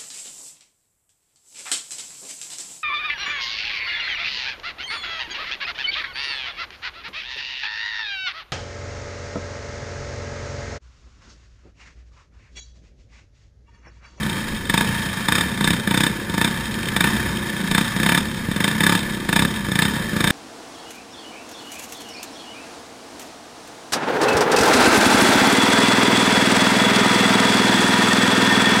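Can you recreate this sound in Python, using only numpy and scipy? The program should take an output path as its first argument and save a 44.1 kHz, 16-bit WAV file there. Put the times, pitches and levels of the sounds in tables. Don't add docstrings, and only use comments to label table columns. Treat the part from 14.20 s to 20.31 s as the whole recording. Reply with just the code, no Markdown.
import sys
import numpy as np
from scipy import signal
from scipy.io import wavfile

SR = 44100
rng = np.random.default_rng(int(sys.argv[2]) if len(sys.argv) > 2 else 0)


def log_audio(samples):
    frames = np.atleast_2d(samples).T
    limited = np.clip(frames, -1, 1)
    pcm = np.round(limited * 32767).astype(np.int16)
    wavfile.write(sys.argv[1], SR, pcm)


def voltage_ratio(level):
    return 10 ** (np.asarray(level, float) / 20)


N = 269451

# (pitch [Hz], level [dB], time to fall 60 dB [s])
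PIPE_TONES = [
    (195.4, 1.5, 0.049),
    (179, -13.5, 0.12),
    (281.5, -2.5, 0.037),
    (360, -18.5, 0.032),
    (472, -12.5, 0.061),
]
# (pitch [Hz], width [Hz], level [dB])
HOUSING_TONES = [(694, 35, -17), (908.6, 60.6, -4), (1193, 148, -12), (1490, 140, -6.5), (1737, 117, -1),
                 (1903, 142, -9), (1938, 78, -8.5), (2410, 460, -11.5), (2756, 276, -10),
                 (2886, 250, -12.5), (3116, 330, -7), (3322, 325, -9), (3621, 397, -5.5), (3729, 292, -7.5),
                 (4200, 150, -18), (4255, 810, -20), (5076, 104, -10.5), (5395, 590, -19)]
# (pitch [Hz], width [Hz], level [dB])
FRAME_TONES = [
    (119, 44, -5),
    (217.7, 18.6, 3),
    (335, 93, -8.5),
    (398, 237, -10.5),
    (560, 95, -12),
]
# (pitch [Hz], width [Hz], level [dB])
SHELL_TONES = [
    (3584, 100, -3),
    (912, 20, -17),
    (1740, 17, -24),
    (2362, 25, -10),
    (4950, 48, -12.5),
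]
# (multiple of crank speed [-], level [dB])
CRANK_SHAKES = [
    (1, 0),
    (1.5, -8),
    (2, -8),
]
# (multiple of crank speed [-], level [dB])
COASTING_TONES = [(2, -7), (2.5, 5.5), (3, 1), (3.5, 5), (4, -1.5), (4.5, 0), (5, -6), (5.5, -1), (6, -2)]
# (time [s], firing rate [Hz], level [dB])
DISTANT_DRONE = [(0.0, 33.88, -46), (0.5, 31.98, -51), (0.9, 30.46, -54), (1.55, 32.85, -56),
                 (1.77, 32.27, -46), (2.0, 35.17, -41), (2.3, 36.02, -60), (2.64, 34.6, -40.5),
                 (2.85, 32.3, -44.5), (3.05, 33.46, -41), (3.38, 31.7, -42.5), (3.64, 34.03, -53),
                 (3.93, 35.4, -41), (4.3, 35.63, -58), (4.97, 35.42, -40.5), (5.53, 32.95, -46.5),
                 (5.76, 33.57, -47), (6.11, 34.3, -41)]
# (time [s], peak level [dB])
DISTANT_POPS = [(0.0937, -18), (0.1276, -23), (0.284, -18), (0.346, -20), (0.6723, -13), (0.7451, -23),
                (0.781, -20), (0.8174, -16), (0.8533, -16), (0.886, -17), (0.97, -20), (2.4537, -16),
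                (2.5399, -15.5), (2.6289, -16), (2.6548, -16.5), (2.684, -11), (3.1693, -18), (3.2976, -18),
                (3.3842, -31), (3.4116, -20), (3.4725, -17.5), (4.0038, -17), (4.0525, -16), (4.7896, -14),
                (4.8265, -19), (4.9457, -18), (5.0001, -20), (5.0875, -10), (5.3591, -18), (5.7547, -19)]
# (time [s], pitch [Hz], level [dB])
CHAIN_WHINE = [
    (4.701, 560, -38),
    (4.77, 592, -53),
    (4.93, 589.6, -58),
    (5.096, 555.0, -43),
    (5.622, 588.6, -60),
    (5.676, 558.6, -63),
    (5.78, 588, -54),
    (6.11, 587, -39),
]
# (first pop [s], first gap [ms], gap at full speed [ms], pops [count])
THROTTLE_BLIPS = [(0.497, 43.3, 26.2, 4), (1.0848, 36.8, 24.2, 5), (1.4091, 34.4, 27.5, 5),
                  (1.6745, 35.5, 29.4, 7), (2.0967, 44.4, 28.8, 6), (2.7643, 42.3, 23.5, 4),
                  (3.513, 35.2, 27.6, 4), (3.764, 35.7, 27.4, 8), (4.3621, 42.3, 31.9, 5),
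                  (4.6062, 30.4, 27.7, 6), (5.0904, 37.7, 27.1, 6), (5.5171, 38.6, 28.1, 6),
                  (5.9641, 41.7, 27.0, 5)]
# (hardest crack [dB], its place in the blip [0-1], first pop weaker by [dB],
# last pop weaker by [dB], thump [dB])
BLIP_STRENGTHS = [(-10, 0.3, 3, 4.5, -16.5), (-10.5, 0.37, 1, 5.5, -16.5), (-11.5, .4, 5.5, 5, -15.5),
                  (-11.5, .65, 6, 4, -14.5), (-11, 0.87, 12.5, 8.5, -15.5), (-10.5, 0.46, 2, 5.5, -16.5),
                  (-10.5, .65, 4, 6.5, -16), (-11, 0.48, 10, 0.5, -16.5), (-11, 0.57, 9, 11, -16),
                  (-10, 0.38, 4, 3, -15), (-9.5, 0.38, 7.5, 8, -15.5), (-9.5, .55, 11, 13, -16.5),
                  (-12, 0.47, 8, 1, -16)]
# (time [s], pipe thump [dB], gas crack [dB])
STRAY_FIRINGS = [(0.063, -22, -27), (0.683, -32, -28), (0.7158, -32, -35), (0.7889, -29, -36),
                 (3.4396, -26, -27), (3.6463, -45, -25), (3.6797, -29, -26), (4.2858, -17.5, -30),
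                 (4.314, -20, -22), (4.5515, -27, -24), (4.8321, -34, -25), (5.4858, -19, -25),
                 (5.7637, -22.5, -23.5), (5.9315, -22.5, -28)]
# (time [s], level [dB])
DRIVE_VIGOUR = [(0.0, -28.5), (0.41, -32.5), (0.71, -27.5), (0.95, -29.5), (1.26, -30.5), (2.07, -31.5),
                (2.33, -30.5), (2.62, -30.5), (2.94, -27), (3.23, -31.5), (3.5, -29.5), (3.71, -26.5),
                (3.84, -29.5), (4.08, -33.5), (4.34, -31), (4.59, -28), (4.88, -32.5), (6.11, -29.5)]
# (time [s], level [dB])
SEAT_SHAKE = [(0.0, -30.5), (0.13, -36.5), (0.73, -34), (1.07, -42), (1.1, -34), (1.34, -39), (1.51, -33.5),
              (1.62, -45), (1.68, -33.5), (1.84, -38), (2.82, -35.5), (3.03, -32), (3.37, -44),
              (3.76, -34.5), (4.41, -40.5), (4.56, -37.5), (6.08, -36), (6.11, -35)]
# (time [s], level [dB])
WIND_GUSTS = [(.32, -33), (.54, -34), (.68, -37), (1.1, -46), (1.51, -42), (2.65, -38), (2.77, -40.5),
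              (2.95, -48.5), (3.54, -33), (4.03, -46), (4.29, -37), (4.87, -40), (5.05, -43), (5.22, -36),
              (5.68, -57), (5.87, -47), (6.04, -42)]


def rms_one(x):
    return x / np.sqrt(np.mean(x ** 2) + 1e-20)


def in_time(rows):
    times, *columns = np.transpose(rows)
    return [np.interp(np.arange(N) / SR, times, column) for column in columns]


def cut(x, hz, kind, order=2):
    return signal.sosfilt(signal.butter(order, hz, kind, fs=SR, output="sos"), x)


def drift(rate_hz):
    return rms_one(cut(rng.standard_normal(N + SR), rate_hz, "low")[SR:])


def ring(clicks, hz, t60):
    decay = voltage_ratio(-60 / (t60 * SR))
    angle = 2 * np.pi * hz / SR
    return signal.lfilter([0, np.sin(angle)], [1, -2 * decay * np.cos(angle), decay * decay], clicks + 1e-18)


def resonate(x, peaks, sway_db=0.0):
    out = np.zeros(N)
    for k, (hz, width_hz, db) in enumerate(peaks):
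        decay = np.exp(-np.pi * width_hz / SR)
        feed = (1 - decay * decay) / 2 * np.array([1, 0, -1])
        rung = signal.lfilter(feed, [1, -2 * decay * np.cos(2 * np.pi * hz / SR), decay * decay], x)
        out += (-1) ** k * voltage_ratio(db + sway_db * drift(10.0)) * rung
    return out


def fade(clicks, rise_s, fall_s):
    t = np.arange(round(6 * fall_s * SR)) / SR
    shape = (1 - np.exp(-t / rise_s)) * np.exp(-t / fall_s)
    return signal.fftconvolve(clicks, shape / shape.max())[:N]


def train(times, db):
    clicks = np.zeros(N)
    places = np.clip(np.round(times * SR).astype(int), 0, N - 1)
    np.add.at(clicks, places, voltage_ratio(db))
    return clicks


def tones(crank_hz, orders):
    angle = 2 * np.pi * np.cumsum(crank_hz * (1 + 0.004 * drift(5.2))) / SR
    total = np.zeros(N)
    for multiple, db in orders:
        total += voltage_ratio(db + 2.0 * drift(6)) * np.sin(multiple * angle + multiple ** 2)
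    return rms_one(total)


def blip_times():
    blips = []
    for start_s, first_ms, full_ms, count in THROTTLE_BLIPS:
        gap_left = 0.6 ** np.arange(int(count) - 1)
        gaps_ms = full_ms + (first_ms - full_ms) * gap_left
        blips.append(start_s + np.r_[0, np.cumsum(gaps_ms)] / 1000)
    return blips


def crank():
    pick_up_s, dip_hz, run_on_s = 0.05, 2.5, 0.05
    rows = [(0, 62)]
    for at in blip_times():
        hz = 2 / np.diff(at)
        rows.append((at[0] - pick_up_s, hz[0] - dip_hz))
        rows += zip((at[1:] + at[:-1]) / 2, hz)
        rows.append((at[-1] + run_on_s, hz[-1]))
    return in_time(sorted(rows))[0]


def running(crank_hz):
    (drive_db,), (shake_db,) = in_time(DRIVE_VIGOUR), in_time(SEAT_SHAKE)
    over_hz = crank_hz - 56
    thump_db = -29 + 0.42 * (drive_db - drive_db.mean()) + 0.17 * over_hz
    clatter_db = drive_db + 2 + 0.11 * over_hz
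    t = np.arange(N) / SR
    gusts = voltage_ratio(-53)
    for time_s, db in WIND_GUSTS:
        gusts = gusts + voltage_ratio(db) * np.exp(-np.abs(t - time_s) / 0.043)
    return shake_db + 5.5, thump_db, clatter_db, 20 * np.log10(gusts)


def pops():
    opening_bend, closing_bend = 1.3, 1.54
    rows = []
    for at, (full_db, place, open_db, close_db, thump_db) in zip(blip_times(), BLIP_STRENGTHS):
        along, place = np.linspace(0, 1, len(at)), np.clip(place, 0.05, 0.95)
        weak = open_db * np.maximum(1 - along / place, 0) ** opening_bend
        weak += close_db * np.maximum((along - place) / (1 - place), 0) ** closing_bend
        spread = 0.5 * rng.standard_normal((len(at), 2))
        thump = thump_db - 0.38 * weak + spread[:, 0]
        crack = full_db - weak + spread[:, 1]
        rows += zip(at, thump, crack)
    return np.transpose(sorted(rows + [tuple(row) for row in STRAY_FIRINGS]))


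def firings(crank_hz, thump_db, clatter_db):
    at, thump, crack = pops()
    cycles = np.cumsum(crank_hz) / SR / 2
    t = np.arange(N) / SR
    turns = np.interp(np.r_[-0.005, at], t, cycles)
    counts = np.maximum(np.round(np.diff(turns)), 1).astype(int)
    stretches = zip(turns, turns[1:], counts)
    soft_cycles = np.concatenate([np.linspace(a, b, n + 1)[1:-1] for a, b, n in stretches])
    chance = rng.standard_normal((len(soft_cycles), 3))
    soft = np.interp(soft_cycles, cycles, t) + 0.001006 * chance[:, 0]
    soft_thump = np.interp(soft, t, thump_db) - 5 + 1.5 * chance[:, 1]
    soft_crack = np.interp(soft, t, clatter_db) - 1 + 1.5 * chance[:, 2]
    return np.r_[at, soft], np.r_[thump, soft_thump], np.r_[crack, soft_crack]


def crank_hum(crank_hz, hum_db, thump_db):
    shake = voltage_ratio(hum_db - 1.5) * tones(crank_hz, CRANK_SHAKES)
    column = resonate(tones(crank_hz, COASTING_TONES), [(202.5, 54, 8), (375, 70, -15)])
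    return shake + voltage_ratio(thump_db - 2.5) * rms_one(column)


def clatter(clatter_db, at):
    struck = rng.random(N) < 2500 / SR
    sizes = voltage_ratio(3.5 * np.minimum(rng.exponential(1, N), 5))
    ticks = struck * sizes * rng.choice([-1, 1], N)
    noise = rms_one(ticks) + 1.324 * rng.standard_normal(N)
    stroke = fade(train(at, 0 * at), 0.0019, 0.0059)
    return voltage_ratio(clatter_db + 12.0 + 1.0 * drift(27) + 2.0 * stroke) * noise


def frame_boom(thump_db):
    boom = rms_one(resonate(rng.standard_normal(N), FRAME_TONES))
    return voltage_ratio(thump_db - 2.5 - 1.5 * drift(7.7)) * boom


def road_rumble(hum_db):
    rumble = cut(cut(rng.standard_normal(N), 115, "low"), 65, "high")
    return voltage_ratio(hum_db - 5) * rms_one(rumble)


def wind(wind_db):
    rumble = cut(cut(rng.standard_normal(N), 46, "low"), 15, "high")
    return voltage_ratio(wind_db + 1.5 * drift(11)) * rms_one(rumble)


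def distant_drone():
    firing_hz, drone_db = in_time(DISTANT_DRONE)
    beats = np.diff(np.floor(np.cumsum(firing_hz) / SR), prepend=0) * voltage_ratio(0.39 * drift(28))
    pipes = [(207, 114, -5), (352, 38, 3.0), (487, 160, -12.5), (574, 15, -6.5)]  # Hz, width Hz, dB
    return voltage_ratio(drone_db + 6.5) * rms_one(resonate(beats, pipes))


def exhaust_thump(at, thump_db):
    spread = 1.0 * rng.standard_normal((len(at), len(PIPE_TONES)))
    out = np.zeros(N)
    for k, (hz, db, t60) in enumerate(PIPE_TONES):
        out += ring(train(at - 0.0005, thump_db + db + spread[:, k]), hz, t60)
    return -voltage_ratio(4.5) * cut(cut(out, 490, "low", order=3), 126, "high")


def gas_crack(at, crack_db):
    clicks = train(at - 0.0013, crack_db)
    jet = fade(clicks, 0.0025, 0.0019)
    jet += voltage_ratio(-13) * fade(clicks, 0.004, 0.018)
    jet += voltage_ratio(-11) * fade(train(at + 0.0057, crack_db), 0.0006, 0.0018)
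    jet += voltage_ratio(-9) * fade(train(at - 0.006, crack_db), 0.0032, 0.0044)
    front = cut(train(at - 0.0004, crack_db + 38), 3570, "low")
    return voltage_ratio(14.5) * jet * rng.choice([-1, 1], N) - front


def distant_pops():
    at, db = np.transpose(DISTANT_POPS)
    bursts = fade(train(at, db), 0.0008, 0.003) * rng.standard_normal(N)
    return voltage_ratio(19) * cut(cut(bursts, 2600, "high", order=3), 4200, "low", order=3)


def whine():
    first_s, first_hz, _ = CHAIN_WHINE[0]
    hz, db = in_time([(first_s - 0.3, first_hz, -70)] + list(CHAIN_WHINE))
    return np.sqrt(2) * voltage_ratio(db) * np.sin(2 * np.pi * np.cumsum(hz + 2.5 * drift(10)) / SR)


def scene():
    crank_hz = crank()
    hum_db, thump_db, clatter_db, wind_db = running(crank_hz)
    at, thump, crack = firings(crank_hz, thump_db, clatter_db)
    lows = crank_hum(crank_hz, hum_db, thump_db) + frame_boom(thump_db) + road_rumble(hum_db)
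    lows += distant_drone() + exhaust_thump(at, thump) + whine()
    gas = gas_crack(at, crack)
    bright = clatter(clatter_db, at) + gas + distant_pops()
    housed = resonate(bright, HOUSING_TONES, sway_db=0.42) + resonate(gas, SHELL_TONES)
    housed += voltage_ratio(-19) * cut(cut(bright, 500, "high"), 3700, "low", order=4)
    return (housed + cut(lows, 73.6, "high", order=3) + wind(wind_db))[None]


def band_limit(x):
    return signal.sosfilt(signal.butter(12, 16140, fs=SR, output="sos"), x)


def record(dry):
    hiss = voltage_ratio(-41) * cut(rng.standard_normal(dry.shape), 4200, "high")
    narrow = cut(0.83 * np.tanh((dry + hiss) / 0.86), 7800, "low", order=5)
    hold_hz = 12000
    slow = signal.resample_poly(narrow, hold_hz // 300, SR // 300, axis=1)
    steps = np.repeat(slow, 4, axis=1)
    held = signal.resample_poly(steps, SR // 300, 4 * hold_hz // 300, axis=1)
    top_cut = signal.cheby2(14, 60, 15880, fs=SR, output="sos")
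    return band_limit(signal.sosfilt(top_cut, held[:, :N]))


dry = scene()
out = record(dry)
log_audio(out)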